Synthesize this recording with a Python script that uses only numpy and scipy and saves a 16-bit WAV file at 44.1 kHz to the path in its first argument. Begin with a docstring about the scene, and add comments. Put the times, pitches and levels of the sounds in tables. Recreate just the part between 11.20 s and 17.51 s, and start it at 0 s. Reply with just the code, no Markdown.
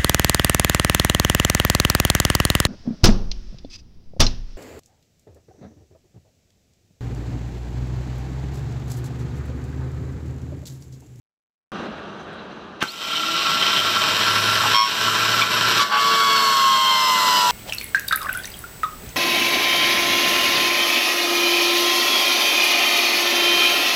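"""On a workshop bench, a starter motor clamped in a vice is run off a battery lead.
Over a dull whirr the lead sparks, the pinion snaps out and the motor spins up. Tooth impacts excite
the modes of bench, housing, sleeve and gears, and the brushes scratch on the commutator. The mesh
squeals briefly twice, the second time as a wooden lever meets the pinion. Under the lever's load
the teeth stay in mesh and whine at harmonics of the shaft rate while the speed sags."""
import sys
import numpy as np
from scipy import signal
from scipy.fft import rfft, irfft
from scipy.io import wavfile
from scipy.ndimage import uniform_filter1d

SR = 44100
rng = np.random.default_rng(int(sys.argv[2]) if len(sys.argv) > 2 else 0)


def bounce(signal):
    """Save signal as a 16-bit WAV file at the path given by the first command-line argument."""
    frames = np.transpose(np.atleast_2d(signal))
    limited = np.clip(frames, -1, 1)
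    pcm = np.round(limited * 32767).astype(np.int16)
    wavfile.write(sys.argv[1], SR, pcm)


N = 278271
TIME = np.arange(N) / SR
START_S, SNAP_S = .5185, 1.627   # the sound begins; the pinion hits its stop
TEETH = 10

# spectrum of the workshop noise: (frequency [Hz], level [dB])
WORKSHOP_SPECTRUM = [(18, -64), (30, -30), (81, -7), (107, -14.5), (195, -0.5), (281, -7), (337, -3.5),
                     (448, -8), (645, -7), (815, -10), (1560, -13), (2030, -25), (2770, -21), (3780, -25.5),
                     (15000, -69)]
# mesh tone as the lever bears on the pinion: (time [s], attack [s], hold [s], release [s], level [dB])
LEVER_PRESSES = [(4.591, 0.0061, 0.0037, 0.081, -16), (4.685, 0.057, 1.6, .1, -18.5)]


def from_db(db):
    """Amplitude ratio of a level in decibels."""
    return 10 ** (np.asarray(db) / 20)


def rms_one(x):
    """Normalisation to unit rms."""
    return x / np.sqrt(np.mean(x ** 2) + 1e-20)


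def drift(rate_hz):
    """Random modulation: noise low-passed at `rate_hz`, unit rms."""
    spectrum = rfft(rng.standard_normal(N))
    return rms_one(irfft(spectrum / (1 + (np.fft.rfftfreq(N, 1 / SR) / rate_hz) ** 2), N))


def pulse(start, attack, hold, release):
    """Trapezoidal envelope of unit height; times in seconds."""
    return np.interp(TIME, start + np.cumsum([0, attack, hold, release]), [0, 1, 1, 0])


def resonate(x, hz, width):
    """Damped resonator: two poles, unit peak gain, bandwidth in Hz."""
    r = np.exp(-np.pi * width / SR)
    poles = [1, -2 * r * np.cos(2 * np.pi * hz / SR), r * r]
    return signal.lfilter(np.array([1, 0, -1]) * (1 - r * r) / 2, poles, x + 1e-18)


def body(force, modes):
    """Modal superposition, neighbouring modes in opposite phase; unit rms."""
    return rms_one(sum((-1) ** k * from_db(db) * resonate(force, hz, width)
                       for k, (hz, width, db) in enumerate(modes)))


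def sweep_through(tone, modes):
    """Forced resonance: a gliding tone swells at each steep-sided mode that it passes."""
    return sum(from_db(db) * resonate(resonate(tone, hz, width), hz, width) for hz, width, db in modes)


def colour(x, spectrum, size=8192):
    """Minimum-phase filtering: folding the cepstrum gives a causal response with this spectrum."""
    hz, db = np.transpose(spectrum)
    gain = from_db(np.interp(np.log(np.fft.rfftfreq(size, 1 / SR) + 1), np.log(hz), db))
    cepstrum = irfft(np.log(gain))
    cepstrum[1:size // 2] *= 2
    cepstrum[size // 2 + 1:] = 0
    return signal.fftconvolve(x, irfft(np.exp(rfft(cepstrum))))[:N]


def partial(turns, order, waver_db, waver_hz):
    """Shaft order: a sine of `order` cycles a turn, with random amplitude modulation."""
    tone = np.sqrt(2) * np.sin(2 * np.pi * (order * turns + rng.random()))
    return tone * from_db(waver_db * drift(waver_hz))


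def workshop():
    """Resonance-coloured noise: a hollow, flickering whirr that dies down, then drops at the snap."""
    # resonances of the whirr: (frequency [Hz], bandwidth [Hz], level [dB])
    whirr_modes = [(200, 22, 9), (413, 46, 4), (1170, 87, -5), (1560, 270, -11), (2800, 94, -13),
                   (3220, 150, -16.5), (3930, 220, -16), (6030, 330, -24.5)]
    air = resonate(rng.standard_normal(N), 860, 3150)
    hollow = rms_one(sum((-1) ** k * from_db(db + 2.0 * drift(13)) * resonate(air, hz, width)
                         for k, (hz, width, db) in enumerate(whirr_modes)))
    noise = rms_one(colour(rng.standard_normal(N), WORKSHOP_SPECTRUM)) + from_db(-5.5) * hollow
    above_bass = signal.sosfilt(signal.butter(1, 190, "high", fs=SR, output="sos"), noise)
    surge_db = 3 * pulse(0.515, attack=.05, hold=0.1, release=.03)
    noise += (from_db(surge_db) - 1) * above_bass
    sink_db = 5.5 * (np.minimum(TIME, SNAP_S) - START_S)
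    dip_db = 9 * np.clip((TIME - SNAP_S) / 0.04, 0, 1)
    return from_db(-33.5 - sink_db - dip_db + 0.56 * drift(30)) * noise


def room(x, t60, wet_db):
    """Reverberation: dull, diffuse reflections from bench and walls decay exponentially."""
    t = TIME[:SR // 2]
    tail = signal.lfilter([1], [1, -.5], rng.standard_normal(len(t)))
    tail *= from_db(-60 * t / t60) * (t > .004)
    return x + from_db(wet_db) * signal.fftconvolve(x, tail / np.linalg.norm(tail))[:N]


def sparks_and_knocks():
    """Transient excitation: sparks, knocks and scrapes are short bursts of band-limited noise."""
    # noise bursts: (time [s], level [dB], duration [s], frequency [Hz], bandwidth [Hz])
    bursts = [(0.526, -67, 0.14, 4400, 3900), (0.658, -34, 0.039, 210, 50), (1.03, -69, 0.016, 7900, 3000),
              (1.13, -67, 0.017, 7900, 3000), (1.606, -33, 0.011, 2860, 1500),
              (1.6136, -22.5, 0.014, 1260, 895), (1.617, -23, 0.013, 2720, 880),
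              (1.627, -36, 0.0084, 4900, 5960), (1.6364, -19, 0.0024, 1500, 350),
              (3.434, -20, .028, 1050, 330), (4.21, -19, .024, 2336, 130), (4.212, -21, 0.015, 3470, 300),
              (4.599, -22.5, 0.036, 3570, 2100), (4.697, -28, 0.075, 930, 300),
              (4.717, -23, 0.062, 1460, 260), (4.719, -26.5, 0.077, 2900, 600)]
    out = np.zeros(N)
    for start, db, length, hz, width in bursts:
        noise = rng.standard_normal(N) * (TIME >= start) * (TIME < start + length)
        burst = resonate(resonate(noise, hz, width), hz, 2 * width)
        out += from_db(db) * rms_one(burst) * np.sqrt(length * SR / N)
    return out


def pinion_snap():
    """Impulse response: the pinion strikes its stop once."""
    # spectrum of the impact: (frequency [Hz], level [dB])
    snap_spectrum = [(40, -6), (250, 7.5), (700, -1), (1400, 4), (4000, -17.5), (6000, -7), (9000, -33),
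                     (15000, -20)]
    snap = colour(signal.unit_impulse(N, round(SNAP_S * SR)), snap_spectrum)
    return -from_db(-1.5) * snap / np.abs(snap).max()


def load(rise_s=0.068):
    """Mechanical load: 0 while the pinion runs free, 1 once the lever bears on it."""
    return np.clip((TIME - LEVER_PRESSES[0][0]) / rise_s, 0, 1)


def lulls(swell_s=0.19, swell_db=0.6):
    """Amplitude modulation in dB: the rattle swells slightly, then dips, more in bass than treble."""
    # dips of the rattle: (time [s], onset [s], hold [s], recovery [s], bass drop [dB], treble drop [dB])
    dips = [(3.539, .04, 0.067, 0.2, 17.5, 4), (4.213, 0.039, 0.032, 0.12, 4.5, 2),
            (4.587, 0.089, .045, 0.11, 9.5, 5.5), (5.272, 0.34, .25, 0.15, 11, 1)]
    bass = treble = 0
    for start, onset, hold, recovery, bass_db, treble_db in dips:
        swell = swell_db * pulse(start - swell_s, swell_s, 0, onset)
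        drop = pulse(start, onset, hold, recovery)
        bass += swell - bass_db * drop
        treble += swell - treble_db * drop
    return bass, treble


def part_db(name, speed, lull_db):
    """Power law: a part's amplitude grows with speed up to a ceiling; lulls and load shift its level."""
    # by part: (full level [dB], full speed [turns/s], exponent [1], lull weight [1], load change [dB])
    level_laws = {"thrum": (-32, 94.5, 3, 0.48, -1.5), "clatter": (-24.5, 111, 4.5, 0.5, -3),
                  "ring": (-22, 86, 4, 1.5, -2.5), "hiss": (-32.5, 109.5, 2.2, 1.4, -0.44),
                  "sleeve": (-25.5, 87, 4.5, 1, -4), "hum": (-38.0, 107.5, 11, 1.5, -21)}
    full_db, full_speed, power, lull_weight, load_db = level_laws[name]
    inrush_speed = 56   # turns/s; the starting current shakes the motor as hard as this speed does
    drive = np.minimum(np.maximum(speed, inrush_speed) / full_speed, 1)
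    return full_db + power * 20 * np.log10(drive) + lull_weight * lull_db + load_db * load()


def critical_db(speed, centre, width, peak_db):
    """Critical speed: near `centre` turns/s the free-running shaft shakes a loose part harder."""
    return (1 - load()) * peak_db * np.exp(-((speed - centre) / width) ** 2)


def shaft_tones(turns, speed):
    """Rotational harmonics: wobble hums once a turn, order four drones and the commutator whistles."""
    # resonances of the drone: (frequency [Hz], bandwidth [Hz], level [dB])
    drone_modes = [(326, 26, -34.5), (447, 40, -46)]
    # resonances of the whistle: (frequency [Hz], bandwidth [Hz], level [dB])
    whistle_modes = [(4150, 560, -30), (10270, 330, -44), (10990, 100, -53)]
    bass_db, _ = lulls()
    hum_db = part_db("hum", speed, bass_db) + critical_db(speed, 106.6, width=1.4, peak_db=4)
    hum = from_db(hum_db) * partial(turns, 1, waver_db=2.0, waver_hz=48)
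    drone = sweep_through(partial(turns, 4, waver_db=4.0, waver_hz=6), drone_modes)
    whistle = sweep_through(partial(turns, 96.5, waver_db=1.0, waver_hz=16), whistle_modes)
    return hum + from_db(bass_db + 6 * load()) * drone + from_db(-22 * load()) * whistle


def brush_squeaks(hz=11364, rise_s=0.034, fall_s=.055):
    """Friction noise: the brushes give thin squeaks in one narrow band."""
    # peaks of the squeaks: (time [s], level [dB])
    squeaks = [(3.23, -47), (3.334, -42), (3.43, -46), (3.542, -42), (4.146, -40), (4.338, -34),
               (4.49, -37.5), (4.59, -40)]
    band = rms_one(resonate(resonate(rng.standard_normal(N), hz, 50), hz, 120))
    return band * sum(from_db(db) * pulse(peak - rise_s, rise_s, 0, fall_s) for peak, db in squeaks)


def tooth_blows(turns, spread_db, sliding, throb_db, scatter):
    """Impact train: teeth knock unevenly across their play and rub in between; harder once a turn."""
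    hits = np.flatnonzero(np.diff(np.floor(TEETH * turns + scatter * drift(400))))
    blows = np.zeros(N)
    blows[hits] = (rng.standard_normal(N) * from_db(spread_db * rng.uniform(-1.3, 1, N)))[hits]
    force = rms_one(blows) + sliding * rng.standard_normal(N)
    return force * from_db(throb_db * np.cos(2 * np.pi * turns))


def worn_pattern(turns, harmonics=56, size=1024):
    """Periodic forcing: flaws of the teeth recur every turn, giving harmonics of the shaft rate."""
    one_turn = irfft(np.r_[0, np.exp(2j * np.pi * rng.random(harmonics))], size)
    return rms_one(np.interp(turns, np.arange(size) / size, one_turn, period=1))


def brush_scratch(turns, speed, lull_db):
    """Sliding friction: brushes scratch on the commutator, harder as the load takes off speed."""
    # spectrum of the brushes: (frequency [Hz], level [dB])
    brush_spectrum = [(3530, -30), (6000, 0.5), (6500, -10), (7090, -3.5), (8020, -4.5), (9510, -21),
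                      (10100, -14.5), (10800, -18), (11800, -8), (12300, -6), (12800, -16.5), (14800, -11),
                      (15500, -16)]
    scratch = tooth_blows(turns, spread_db=-2.5, sliding=2.2, throb_db=0.8, scatter=.3)
    scratch *= from_db(0.59 * drift(50))
    strain_db = 0.4666 * load() * (speed.max() - speed)
    return from_db(part_db("hiss", speed, lull_db) + strain_db) * rms_one(colour(scratch, brush_spectrum))


def rasp(force, speed, lull_db):
    """Resonant buzz: a loose part rasps near two critical speeds."""
    # modes of the loose part: (frequency [Hz], bandwidth [Hz], level [dB])
    rasp_modes = [(2340, 67, -8), (2886, 55, 7), (3064, 190, 4.5)]
    shake_db = critical_db(speed, 75, width=3.9, peak_db=15)
    shake_db += critical_db(speed, 96, width=5.2, peak_db=18)
    return from_db(-44.5 + shake_db + lull_db + 4.7 * drift(25)) * body(force, rasp_modes)


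def loose_sleeve(force, speed, lull_db):
    """Sustained excitation: the blows keep the loose sleeve ringing, and it flutters."""
    # modes of the sleeve: (frequency [Hz], bandwidth [Hz], level [dB])
    sleeve_modes = [(1105, 17, -6), (1361, 16, 3)]
    ring = body(resonate(force, 1270, 480), sleeve_modes)
    ring /= np.sqrt(np.abs(uniform_filter1d(ring ** 2, size=1800))) + 1e-3   # evens out the envelope
    shake_db = critical_db(speed, 73, width=3.5, peak_db=4.1)
    shake_db += critical_db(speed, 91.2, width=2.1, peak_db=3.5)
    return from_db(part_db("sleeve", speed, lull_db) + shake_db + 3 * drift(29)) * ring


def gear_ring(force, speed, lull_db):
    """Contact loading: pressing on the pinion changes the frequency response of the gears."""
    # response of the free gears: (frequency [Hz], level [dB])
    free_spectrum = [(1060, -28), (1800, -19), (1940, -4), (2140, -12), (2350, -4), (2660, -2), (3130, 2.5),
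                     (3410, -6), (3700, -1.5), (4270, -4), (4610, -9), (5130, -5.5), (5710, -7),
                     (6500, -27.5), (8450, -22), (14300, -120)]
    # response of the loaded gears: (frequency [Hz], level [dB])
    loaded_spectrum = [(1060, -52), (1800, -22), (2070, -15.5), (2330, -14), (2430, -18), (2720, -1.5),
                       (3220, -4.5), (3500, -5.5), (4320, -2.5), (4680, -13.5), (5130, -4.5), (5930, -14.5),
                       (6500, -47), (8450, -39), (14300, -120)]
    free = (1 - load()) * rms_one(colour(force, free_spectrum))
    loaded = load() * rms_one(colour(force, loaded_spectrum))
    return from_db(part_db("ring", speed, lull_db)) * (free + loaded)


def rattle(turns, speed):
    """Structure-borne sound: tooth blows shake the motor, vice and bench while the brushes scratch."""
    # response of the bench: (frequency [Hz], level [dB])
    bench_spectrum = [(29, -47), (50, -25), (156, -6), (211, -1.5), (275, -3.5), (318, -7.5), (410, -3),
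                      (441, -2), (486, -7), (604, 0), (690, -3), (857, -7), (900, -1), (1170, -18.5),
                      (1980, -120)]
    # modes of the housing: (frequency [Hz], bandwidth [Hz], level [dB])
    housing_modes = [(922, 29, -6.5), (1015, 26, 5), (1135, 15.4, 7.5), (1466, 63, 7), (1664, 104, 6.5),
                     (1733, 146, 3)]
    # modes of the vice: (frequency [Hz], bandwidth [Hz], level [dB])
    vice_modes = [(121, 68, 3), (197, 52, -3), (313, 150, -4)]
    bass_db, treble_db = lulls()
    blows = tooth_blows(turns, spread_db=2.0, sliding=1.0, throb_db=0.2, scatter=.25)
    blows *= from_db(1.15 * drift(20))
    force = blows + 0.28 * worn_pattern(turns)
    bench = from_db(part_db("thrum", speed, bass_db)) * rms_one(colour(force, bench_spectrum))
    housing = from_db(part_db("clatter", speed, bass_db)) * body(force, housing_modes)
    # the wobbling shaft thumps the vice, so its level follows the law of the hum
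    vice = from_db(part_db("hum", speed, bass_db) - 10) * body(resonate(blows, 150, 400), vice_modes)
    brushes = brush_scratch(turns, speed, treble_db)
    loose_parts = rasp(force, speed, treble_db) + loose_sleeve(force, speed, bass_db)
    return bench + housing + vice + brushes + loose_parts + gear_ring(force, speed, treble_db)


def squeal(turns):
    """Beating: the mesh locks for a moment, and its coherent partials add to one burst every turn."""
    # partials of the squeal: (order [cycles/turn], level [dB])
    squeal_partials = [(9, -4.5), (10, 0), (11, -15), (20, -13.5), (21, -23), (22, -16), (28, -21),
                       (29, -14), (30, -6.5), (31, -19), (40, -14), (49, -16), (50, -6.5), (51, -14)]
    age = np.clip(TIME - 3.58, -.04, .2)
    phases = rng.random(TEETH)   # sidebands share the phase of their mesh harmonic
    out = 0
    for order, db in squeal_partials:
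        fade_db = 75 * age * (2 * TEETH < order <= 4 * TEETH)   # middle partials bite first, die soonest
        tone = np.sqrt(2) * np.cos(2 * np.pi * (order * turns + phases[round(order / TEETH)]))
        out += from_db(db - fade_db + 0.94 * drift(14)) * tone
    return from_db(-17) * pulse(3.531, attack=.017, hold=.05, release=.11) * out


def whine(turns):
    """Gear-mesh tone: loaded teeth sing at the tooth rate, with rougher overtones and sidebands."""
    # sidebands of the loaded gears: (order [cycles/turn], level against the mesh tone [dB])
    side_tones = [(2, -31), (6, -26), (8, -23.5), (9, -12), (11, -13.5), (12, -16.5), (13, -27), (14, -23),
                  (15, -18.5), (19, -18.5), (25, -30), (28, -19), (29, -31.5), (39, -25), (41, -19),
                  (49, -24.5)]
    # resonances that the mesh tones glide through: (frequency [Hz], bandwidth [Hz], level [dB])
    mesh_modes = [(1076, 30, -6.5), (2060, 110, -8), (2215, 100, -13), (2985, 65, -8), (3180, 170, -3.5),
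                  (3338, 45, -4), (4210, 70, -9), (4430, 130, -5.5), (4960, 130, -8), (5160, 100, -9)]
    sidebands = sum(from_db(db) * partial(turns, order, waver_db=2.5, waver_hz=13)
                    for order, db in side_tones)
    mesh = partial(turns, TEETH, waver_db=0.74, waver_hz=10)
    twisted = turns + 0.0005 * drift(96)   # the gears twist a little against each other
    overtones = sum(partial(twisted, k * TEETH, waver_db=2.0, waver_hz=9.4) for k in range(2, 6))
    free_gain = from_db(-66)
    pressed_gain = sum(from_db(db) * pulse(*shape) for *shape, db in LEVER_PRESSES)
    return (free_gain + pressed_gain) * (mesh + sidebands + sweep_through(mesh + overtones, mesh_modes))


def scene():
    """Superposition: one shaft angle, the integral of the speed, times the tooth blows and tones."""
    # spin-up and sag of the pinion: (time [s], speed [turns/s])
    speed_curve = [(1.63, 12), (1.66, 33), (1.685, 42.5), (1.72, 51), (1.82, 65), (1.95, 75), (2.35, 91.8),
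                   (2.7, 100.7), (3.19, 106.4), (3.65, 109.5), (4.2, 112.6), (4.68, 113.8), (4.95, 112.75),
                   (5.07, 111.8), (5.46, 107.8), (5.85, 103.3), (6.31, 97.1)]
    speed = np.interp(TIME, *np.transpose(speed_curve)) * (1 + .0008 * drift(25))
    turns = np.cumsum(speed) / SR
    running = TIME > SNAP_S
    impacts = rattle(turns, speed) * running + sparks_and_knocks() + pinion_snap()
    motor = room(impacts, t60=0.12, wet_db=-11.5)
    motor += (whine(turns) + squeal(turns) + shaft_tones(turns, speed) + brush_squeaks()) * running
    return ((motor + workshop()) * (TIME > START_S))[None]


def record(dry):
    """Soft saturation and band limiting: a trace of noise, rounded peaks and a steep top cut."""
    noise_floor = from_db(-102) * rms_one(colour(rng.standard_normal(N), WORKSHOP_SPECTRUM))
    top_cut = signal.ellip(12, .1, 90, 15400, fs=SR, output="sos")
    return signal.sosfilt(top_cut, 1.425 * np.tanh((dry + noise_floor) / 1.574))


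dry = scene()
out = record(dry)
bounce(out)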